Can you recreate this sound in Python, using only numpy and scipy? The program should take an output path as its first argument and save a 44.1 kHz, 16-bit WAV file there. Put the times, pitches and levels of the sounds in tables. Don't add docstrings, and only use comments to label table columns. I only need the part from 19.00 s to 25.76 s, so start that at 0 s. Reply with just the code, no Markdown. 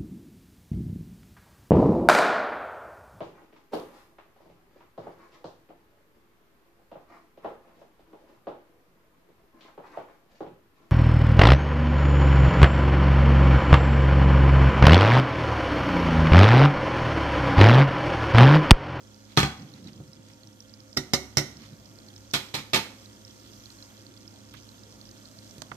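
import sys
import numpy as np
from scipy import signal
from scipy.fft import rfft, irfft, next_fast_len
from scipy.io import wavfile

SR = 44100
rng = np.random.default_rng(int(sys.argv[2]) if len(sys.argv) > 2 else 0)


def int16_out(signal):
    q = np.round(np.clip(np.atleast_2d(signal).T, -1, 1) * 32767)
    wavfile.write(sys.argv[1], SR, q.astype(np.int16))


N = 298116
TIME = np.arange(N) / SR
AGE = TIME[:SR * 2 // 5]
EDGES = np.geomspace(22, 17000, 30)
CENTRES = np.sqrt(EDGES[1:] * EDGES[:-1])
BANK = [signal.butter(2, pair, "band", fs=SR, output="sos") for pair in zip(EDGES, EDGES[1:])]
# f/Hz, left-right likeness
NEAR_LIKENESS = [(100, 0.88), (300, 0.97), (700, 0.96), (2000, 0.17), (12000, 0.036)]


def from_db(db):
    return 10 ** (np.asarray(db) / 20)


def rms_one(x):
    return x / np.sqrt(np.mean(x ** 2) + 1e-20)


def energy_one(x):
    return rms_one(x) / np.sqrt(x.shape[-1])


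def in_time(points):
    return np.interp(TIME, *np.transpose(points))


def at_hz(points, hz):
    table_hz, values = np.transpose(points)
    return np.interp(np.log(hz), np.log(table_hz), values)


def add(out, s, sound):
    i = round(s * SR)
    out[:, i:i + sound.shape[-1]] += sound[..., :N - i]


def dying(t60):
    return np.exp(-np.log(1000) * AGE / t60)


def drift(rate):
    knots = rng.standard_normal(1024)
    return rms_one(np.interp(TIME * rate, np.arange(len(knots)), knots))


def filtered(x, order, hz, kind="band"):
    return signal.sosfilt(signal.butter(order, hz, kind, fs=SR, output="sos"), x)


def resonate(x, hz, width):
    r = np.exp(-np.pi * width / SR)
    feedback = [1, -2 * r * np.cos(2 * np.pi * hz / SR), r * r]
    return signal.lfilter(np.array([1, 0, -1]) * (1 - r * r) / 2, feedback, x + 1e-18)


def peaking(x, peaks):
    for hz, width, db in peaks:
        x = x + (from_db(db) - 1) * resonate(x, hz, width)
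    return x


def bell_curve(hz, centre_hz, octaves):
    return np.exp(-.5 * (np.log2(hz / centre_hz) / octaves) ** 2)


def noise_bands(likeness, size, low=0, high=SR):
    white = rng.standard_normal((2, 2, size))
    for k, (sos, hz) in enumerate(zip(BANK, CENTRES)):
        if low < hz < high:
            mid, side = signal.sosfilt(sos, white[k % 2])
            alike = np.clip(at_hz(likeness, hz), -1, 1)
            yield hz, np.sqrt(1 + alike) * mid + np.sqrt(1 - alike) * side * [[1], [-1]]


def wash(colour, flicker_db):
    # f/Hz, left-right likeness
    far_likeness = [(60, 0.88), (150, 0.42), (380, 0.62), (950, 0.12), (2380, -2.6), (5980, -0.13),
                    (15000, 0.024)]
    bands = noise_bands(far_likeness, N, low=colour[0][0], high=colour[-1][0])
    return rms_one(sum(band * from_db(at_hz(colour, hz) + flicker_db * drift(11)) for hz, band in bands))


def room_tone():
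    # f/Hz, level/dB, waver/Hz
    motor_tones = [(104.5, -58, 1.32), (209.8, -62.5, 4.3), (280, -65, 4.42), (525, -68, 9.66),
                   (932, -77, 6.22), (1140, -86, 8.5), (1398, -77.5, 8.15)]
    # t/s, level/dB
    air_level = [(0, -51.5), (1.6, -53.5), (3.2, -51), (4.5, -51.5), (6.76, -50.5)]
    # f/Hz, level/dB
    air_colour = [(15, -57), (25, -66), (43, -8.5), (75, -7.5), (85, -18), (106, -24), (121, -1.5),
                  (140, -35), (214, 2.5), (238, -6), (308, -5.5), (445, -21), (525, -11), (800, -21),
                  (1400, -24.5), (2000, -36), (2600, -64), (4400, -120)]
    hum = np.zeros(N)
    for hz, db, waver in motor_tones:
        amplitude = np.sqrt(2) * from_db(db + 2 * drift(19))
        hum += amplitude * np.sin(2 * np.pi * np.cumsum(hz + waver * drift(40)) / SR)
    return hum + from_db(in_time(air_level) - 4) * wash(air_colour, flicker_db=1.8)


def oil_crackle(per_s=200, spread_db=7):
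    # f/Hz, width/Hz, level/dB
    crackle_bands = [(3260, 340, 10), (4200, 220, 5.5), (5180, 1370, 5)]
    crackle = np.zeros(N)
    for hz, width, db in crackle_bands:
        clicks = np.zeros(N)
        at = np.flatnonzero(rng.random(N) < per_s / SR)
        signs = rng.choice([-1, 1], len(at))
        sizes = np.minimum(rng.exponential(1, len(at)), 2.5)
        clicks[at] = signs * from_db(db + spread_db * sizes)
        crackle += resonate(resonate(resonate(clicks, hz, width), hz, 2 * width), hz, 4 * width)
    return rms_one(crackle)


def small_bubbles(per_s=17, level_db=-54, spread_db=4, middle_hz=5000, octaves=0.286):
    times = np.cumsum(rng.exponential(1, size=200)) / per_s
    sizes, pitches = np.clip(rng.standard_normal((2, 200)), -2, 2)
    rows = zip(times, level_db + spread_db * sizes, middle_hz * 2 ** (octaves * pitches))
    return [row for row in rows if row[0] < TIME[-1]]


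def oil_pops(rise_s=.0009):
    # t/s, level/dB, f/Hz
    loud_bubbles = [(0.623, -49, 5400), (0.738, -45, 4100), (0.8423, -49, 5530), (0.873, -41.5, 3970),
                    (1.1315, -44, 5360), (1.4327, -49, 4260), (1.604, -39.5, 5570), (1.7382, -43, 5020),
                    (1.8026, -45, 5400), (1.929, -43, 5320), (2.5691, -43.5, 5450), (2.9864, -47, 4350),
                    (3.1622, -41, 5430), (3.3117, -40.5, 5850), (4.0582, -46.5, 4120), (4.2497, -42, 5420),
                    (4.2784, -43.5, 5600), (4.5321, -47, 5450), (4.6574, -41.5, 4280),
                    (4.8246, -40.5, 4140), (5.0655, -46, 4400), (5.2776, -40, 5240), (5.69, -45, 4260),
                    (5.834, -45.5, 5250), (5.9236, -50, 5950), (6.0133, -50, 4440), (6.1125, -45, 6470),
                    (6.2554, -42.5, 4360), (6.3878, -45, 4370), (6.4757, -50, 5350), (6.5091, -45.5, 5900)]
    # gain/dB, left then right
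    placement_db = [
        [-2.5],
        [1],
    ]
    pops, age = np.zeros((2, N)), AGE[:SR // 20]
    swell = age / rise_s * np.exp(1 - age / rise_s)
    tail = .15 * dying(.06)[:len(age)]
    for s, db, hz in loud_bubbles + small_bubbles():
        ping = 0.92 * np.sin(2 * np.pi * hz * age) * swell
        spit = filtered(rng.standard_normal((2, len(age))) * (swell + tail), 3, [3700, 6100])
        add(pops, s, from_db(db + 2.5) * (ping + spit))
    return from_db(placement_db) * pops


def sizzle():
    # t/s, level/dB
    stirred = [(0.0, -63.5), (1.794, -64.5), (1.9, -64)]
    resting = [(4.05, -60.5), (4.23, -61), (4.73, -58.5), (5.131, -62), (6.57, -59.5), (6.76, -60.5)]
    # f/Hz, level/dB
    hiss_colour = [(1000, 3), (1500, 1), (2100, -1.5), (2700, -2.5), (3600, -3.5), (5400, -2), (6500, 3.5),
                   (8200, -4), (10500, -17), (12500, -4.5), (15500, -23)]
    crackle, pops = oil_crackle(), oil_pops()
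    steam = rms_one(resonate(resonate(rng.standard_normal((2, N)), 6440, 220), 6440, 220))
    hiss = wash(hiss_colour, flicker_db=1)
    vigour = from_db(in_time(stirred + resting) + 2.5)
    return vigour * (hiss + from_db(-3.5) * crackle + from_db(-12.5) * steam) + pops


def tossing(attack_s=0.027, settle_db_per_s=33, rustle_width_s=0.03):
    # t/s, length/s, level/dB
    turns = [(0.505, 0.42, -46.5), (2.41, 0.27, -51)]
    # t/s, level/dB
    slides = [(0.32, -56), (0.63, -57), (0.77, -60), (0.88, -58.5), (1.3, -60), (1.82, -66.5),
              (2.64, -51.5)]
    turning = sum(from_db(db - settle_db_per_s * np.maximum(TIME - s - length, 0))
                  * np.clip((TIME - s) / attack_s, 0, 1) for s, length, db in turns)
    sliding = sum(from_db(db) / (1 + ((TIME - s) / rustle_width_s) ** 2) for s, db in slides)
    flops = filtered(rng.standard_normal(N) * from_db(4 * drift(26.41)), 2, [100, 230])
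    rustle = filtered(rng.standard_normal((2, N)) * from_db(2.5 * drift(120)), 2, [900, 5000])
    return turning * rms_one(flops) + sliding * rms_one(rustle)


def stove_thump():
    # f/Hz, level/dB, t60/s
    stove_modes = [(72.8, -9, 0.37), (114.9, -13.5, 0.53), (142.5, 6, 0.19), (176, -2, 0.094),
                   (210, -14.5, 0.32), (255.5, 0, 0.097), (310.3, -2.5, 0.206), (380.4, -5.5, 0.23)]
    boom = sum(from_db(db) * np.sin(2 * np.pi * hz * AGE) * dying(t60) for hz, db, t60 in stove_modes)
    return energy_one(filtered(boom, 4, 62, "high"))


def snap():
    click = rng.standard_normal((2, len(AGE))) * dying(t60=0.0033)
    return energy_one(filtered(click + 1e-18, 2, [7850, 15000]))


def utensil_ticks():
    # t/s, level/dB, lower resonance f/Hz, width/octaves, t60/s, stove thump/dB, snap/dB
    touches = [(1.002, -25, 270, 0.9, 0.078, -12.5, -47), (5.5383, -20.5, 1300, 0.68, 0.082, -23.5, -31),
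               (5.569, -24, 2970, 0.37, 0.16, -35, -47), (6.581, -26, 2944, 1, 0.023, -16, -36),
               (6.619, -13.5, 4000, 0.51, 0.015, -24, -42), (6.6188, -15, 650, 0.48, 0.014, -30, -50),
               (6.7157, -8.5, 613, 0.74, 0.02, -16, -44)]
    out, boom = np.zeros((2, N)), stove_thump()
    for s, level_db, low_hz, octaves, t60, thump_db, snap_db in touches:
        burst = sum(band * (bell_curve(hz, low_hz, octaves) + .45 * bell_curve(hz, 1.9 * low_hz, octaves))
                    for hz, band in noise_bands(NEAR_LIKENESS, len(AGE)))
        tick = energy_one(burst * (dying(t60) + from_db(-33.5) * dying(0.5)))
        touch = from_db(level_db) * tick + from_db(snap_db) * snap()
        add(out, s, touch * from_db([[-7], [2]]) + from_db(thump_db) * boom)
    return out


def clank(blows, modes, favour_octaves=0.22, build_s=0.0086):
    out, boom = np.zeros((2, N)), stove_thump()
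    mode_hz, mode_db, _ = np.transpose(modes)
    rings = np.array([energy_one(dying(t60)) * np.exp(2j * np.pi * hz * AGE) for hz, _, t60 in modes])
    for s, snap_db, thump_db, ring_db, clank_hz, clank_db in blows:
        add(out, s, from_db(thump_db) * boom + from_db(snap_db) * snap())
        favour_db = clank_db * bell_curve(mode_hz, clank_hz, favour_octaves)
        phases = rng.uniform(0, 2 * np.pi, len(modes)) + rng.normal(0, .7, (2, len(modes)))
        gains = energy_one(from_db(mode_db)) * from_db(favour_db + rng.normal(0, 1, len(modes)))
        ringing = np.sqrt(2) * np.imag((gains * np.exp(1j * phases)) @ rings)
        add(out, s, from_db(ring_db) * ringing * (1 - dying(build_s)))
    return out


def strike(blows, colour, modes, body_t60, room_db, crack_db, snap_db, jaw_lag_s=0.0031, bounce_s=0.011):
    # t/s, level/dB, tilt/(dB per octave), stove thump/dB, second jaw/relative dB,
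    #        bounce/relative dB, ring/dB, clank f/Hz, clank lift/dB
    clanks, contacts = [], []
    for s, db, tilt_db, thump_db, jaw_db, bounce_db, ring_db, clank_hz, clank_db in blows:
        clanks.append((s, db + snap_db, thump_db, ring_db, clank_hz, clank_db))
        for lag_s, relative_db in [(0, 0), (jaw_lag_s, jaw_db), (bounce_s, bounce_db)]:
            contacts.append((s + lag_s, db + relative_db, tilt_db))
    out = clank(clanks, modes)
    # f/Hz, t60/s
    kitchen_decay = [(100, 0.11), (260, 0.63), (700, 0.5), (1840, 0.44), (4850, 0.4), (12800, 0.4)]
    near_power = dying(body_t60) ** 2 + (from_db(crack_db) * dying(0.0063)) ** 2
    room_tails = from_db(room_db) * dying(at_hz(kitchen_decay, CENTRES)[:, None])
    fades = from_db(at_hz(colour, CENTRES))[:, None] * np.sqrt(near_power + room_tails ** 2)
    onset = 1 - dying(0.0049)
    size, step = len(AGE), SR // 20
    bands = np.array([band for _, band in noise_bands(NEAR_LIKENESS, size + step * len(contacts))])
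    lifts_db = 5 * (1 + .7 * rng.uniform(-1.2, 1, (len(blows), len(modes))))
    for k, (s, db, tilt_db) in enumerate(contacts):
        tilt = from_db(tilt_db * np.log2(CENTRES / 2500))
        dense = np.einsum("bct,bt->ct", bands[..., k * step:k * step + size], fades * tilt[:, None])
        clusters = [(hz, 42.4, lift) for (hz, _, _), lift in zip(modes, lifts_db[k // 3]) if hz > 700]
        add(out, s, from_db(db) * energy_one(peaking(dense * onset, clusters)))
    return out


def skillet_knocks():
    # t/s, level/dB, then as listed in strike()
    knocks = [(0.3675, 0, -0.5, -22, -11, -19, -11, 3300, -1),
              (0.3735, 17.5, 1, 16.5, -6.5, -6.5, 9.5, 1100, -0.5),
              (0.391, 6, 4.5, -1, -12, -1.5, -7, 800, 12),
              (0.4305, 10.5, -0.2, 10.5, -9, -16, -1, 3350, 12)]
    # f/Hz, level/dB
    colour = [(120, -18), (200, 10), (339, -22), (446, -3), (575, -19.5), (798, -3), (992, -9.5),
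              (1230, -6.5), (1400, -26), (1540, -6), (1880, -7), (4260, -10), (4650, -13.5), (5450, -15),
              (7500, -19.5), (10200, -41), (12200, -29), (15500, -60)]
    # f/Hz, level/dB, t60/s
    modes = [(258, 1.5, 0.17), (433, -4, 0.28), (770, -6, .45), (786, 7, 0.36), (910, 6, 0.33),
             (1046, 6, 0.2), (1130, -5.5, .42), (1210, 10, 0.22), (1250, -1, 0.17), (1510, -1, 0.13),
             (1510, 3, 0.25), (1765, 11.5, 0.13), (1981, -1, 0.2), (2250, 0, 0.52), (2750, -10.5, .26),
             (3290, -4, 0.22), (3340, -4, 0.28), (3370, -2, 0.37), (4220, -1, 0.27), (4050, 0, .33),
             (4200, -9, 0.45), (4700, -3, 0.12), (5620, 10, 0.069), (6400, -12, 0.091)]
    return strike(knocks, colour, modes, body_t60=0.17, room_db=-8.5, crack_db=21, snap_db=-36)


def rim_taps():
    # t/s, level/dB, then as listed in strike()
    taps = [(1.9665, -7.5, -8, -8, -17, -20, -4, 5200, -3), (1.9706, 0.5, 0, 3, 2.5, -27, 1, 4160, 5),
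            (2.1345, 8.5, -0.13, -0.5, 0, -13, 8.5, 4450, 3.5),
            (2.3708, 8.5, 0, 9.5, -4.5, -3.5, 5, 1900, 9.5)]
    # f/Hz, level/dB
    colour = [(100, -29), (190, 8.5), (245, 12.5), (420, 5.5), (1100, 3.5), (1350, -2), (1650, 10.5),
              (2050, 2.5), (2600, 6.5), (4000, 1.5), (5200, 0.5), (6200, 1), (9500, -9), (12500, -8),
              (15000, -24)]
    # f/Hz, level/dB, t60/s
    modes = [(71, 2.5, .65), (262, 3, 0.2), (374, 6, 0.31), (550, 5, 0.2), (743, -5, 0.4),
             (1205, -11, 0.28), (1344, -2, 0.12), (1460, -14, 0.28), (1925, -5, 0.24), (2041, -7, 0.32),
             (2172, -8, 0.35), (3330, 4, 0.059), (3750, 8.5, 0.088), (3962, -16, 0.67), (4190, -8, 0.15),
             (4387, 1, 0.067), (4940, 9, 0.039), (5060, 9.5, 0.05), (5300, 7.5, 0.034), (5630, -19, 0.15),
             (5600, -11, 0.16), (6160, -5, 0.029), (6020, -13, 0.09), (6030, -10, .15), (7300, -2, 0.16)]
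    # f/Hz, width/Hz, gain/dB
    arm_peaks = [(1066, 80, -13), (1644, 270, -14), (2050, 410, 5), (2484, 590, -12.5), (3370, 240, -14),
                 (4540, 160, -12), (5450, 570, 6), (6280, 220, 4.5)]
    tapping = strike(taps, colour, modes, body_t60=0.11, room_db=-12.5, crack_db=19.5, snap_db=-24)
    return peaking(tapping, arm_peaks)


def tray_clatter():
    # t/s, level/dB, then as listed in strike()
    hits = [(3.3358, 6, 1.1, -1, 0, -2, 4.5, 3920, 7.1),
            (3.5398, -5.5, 0.81, -9.5, 6.5, 5.5, -1.5, 4070, 5.5),
            (3.5755, -9, 0.023, -10, -13, -1, -23, 4200, 5.7),
            (3.7328, 4, 0.25, -1, 2.5, 7, 9.5, 1150, 2.2), (3.7590, 7, 0.32, -5, -17, -12, 1, 2200, 4.3)]
    # f/Hz, level/dB
    colour = [(45, -42), (120, -4), (200, 11.5), (392, 7), (471, 8.5), (690, 3.5), (742, 4), (1190, 8),
              (1590, 6), (2420, 8), (3010, 7), (4030, 6), (7350, 0), (9830, -11), (13000, -5), (15500, -24)]
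    # f/Hz, level/dB, t60/s
    modes = [(205, -1, .4), (282, -4, .2), (378, -1, 0.4), (538, -6, 0.35), (689, -3, 0.17),
             (816, -6, 0.35), (890, -2.5, 0.33), (1215, 3, 0.16), (1450, -3, .2), (1763, -2, 0.2),
             (1965, -1, 0.22), (2153, -5, .3), (2250, -1, 0.17), (2352, 0, 0.2), (2495, 1, 0.26),
             (2673, 2, .15), (3065, -2, 0.26), (3217, 2, 0.13), (3327, -1, .17), (3464, 2, .13),
             (3628, -3, .14), (3785, 0, 0.13), (3935, 3, 0.11), (4070, -3, .24), (4295, 2, .16),
             (4395, -1, 0.1), (4834, -3, 0.12), (5260, -3, .17), (5580, -4, 0.11)]
    return strike(hits, colour, modes, body_t60=0.15, room_db=-10, crack_db=15, snap_db=-25)


def scene():
    skillet = from_db([[-3], [-5]]) * skillet_knocks()
    rim = from_db([[-3.5], [-1.5]]) * rim_taps()
    tray = from_db([[-2.5], [-2]]) * tray_clatter()
    metal = filtered(skillet + rim + tray, 3, 48, "high")
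    return metal + utensil_ticks() + sizzle() + tossing() + room_tone()


def record(dry):
    # f/Hz, left minus right/dB
    port_balance = [(60, 2), (92, -3.5), (140, 0), (210, -4), (330, -1.5), (500, -3), (770, -3), (1170, -3),
                    (1790, -3.5), (2740, -2), (4190, -9), (6410, -3.5), (9810, 5), (15000, -11)]
    right_lag_s, cutoff_hz = .00012, 15400
    size = next_fast_len(N + SR // 10)
    hz = np.maximum(np.arange(size // 2 + 1) * SR / size, 1)
    balance = from_db(at_hz(port_balance, hz) * np.array([[.5], [-.5]]))
    delay = np.exp(-2j * np.pi * hz * np.array([[0], [right_lag_s]]))
    heard = irfft(rfft(dry, size) * balance * delay, size)[:, :N]
    top_cut = signal.ellip(10, .2, 80, cutoff_hz, fs=SR, output="sos")
    return signal.sosfilt(top_cut, np.tanh(heard))


dry = scene()
out = record(dry)
int16_out(out)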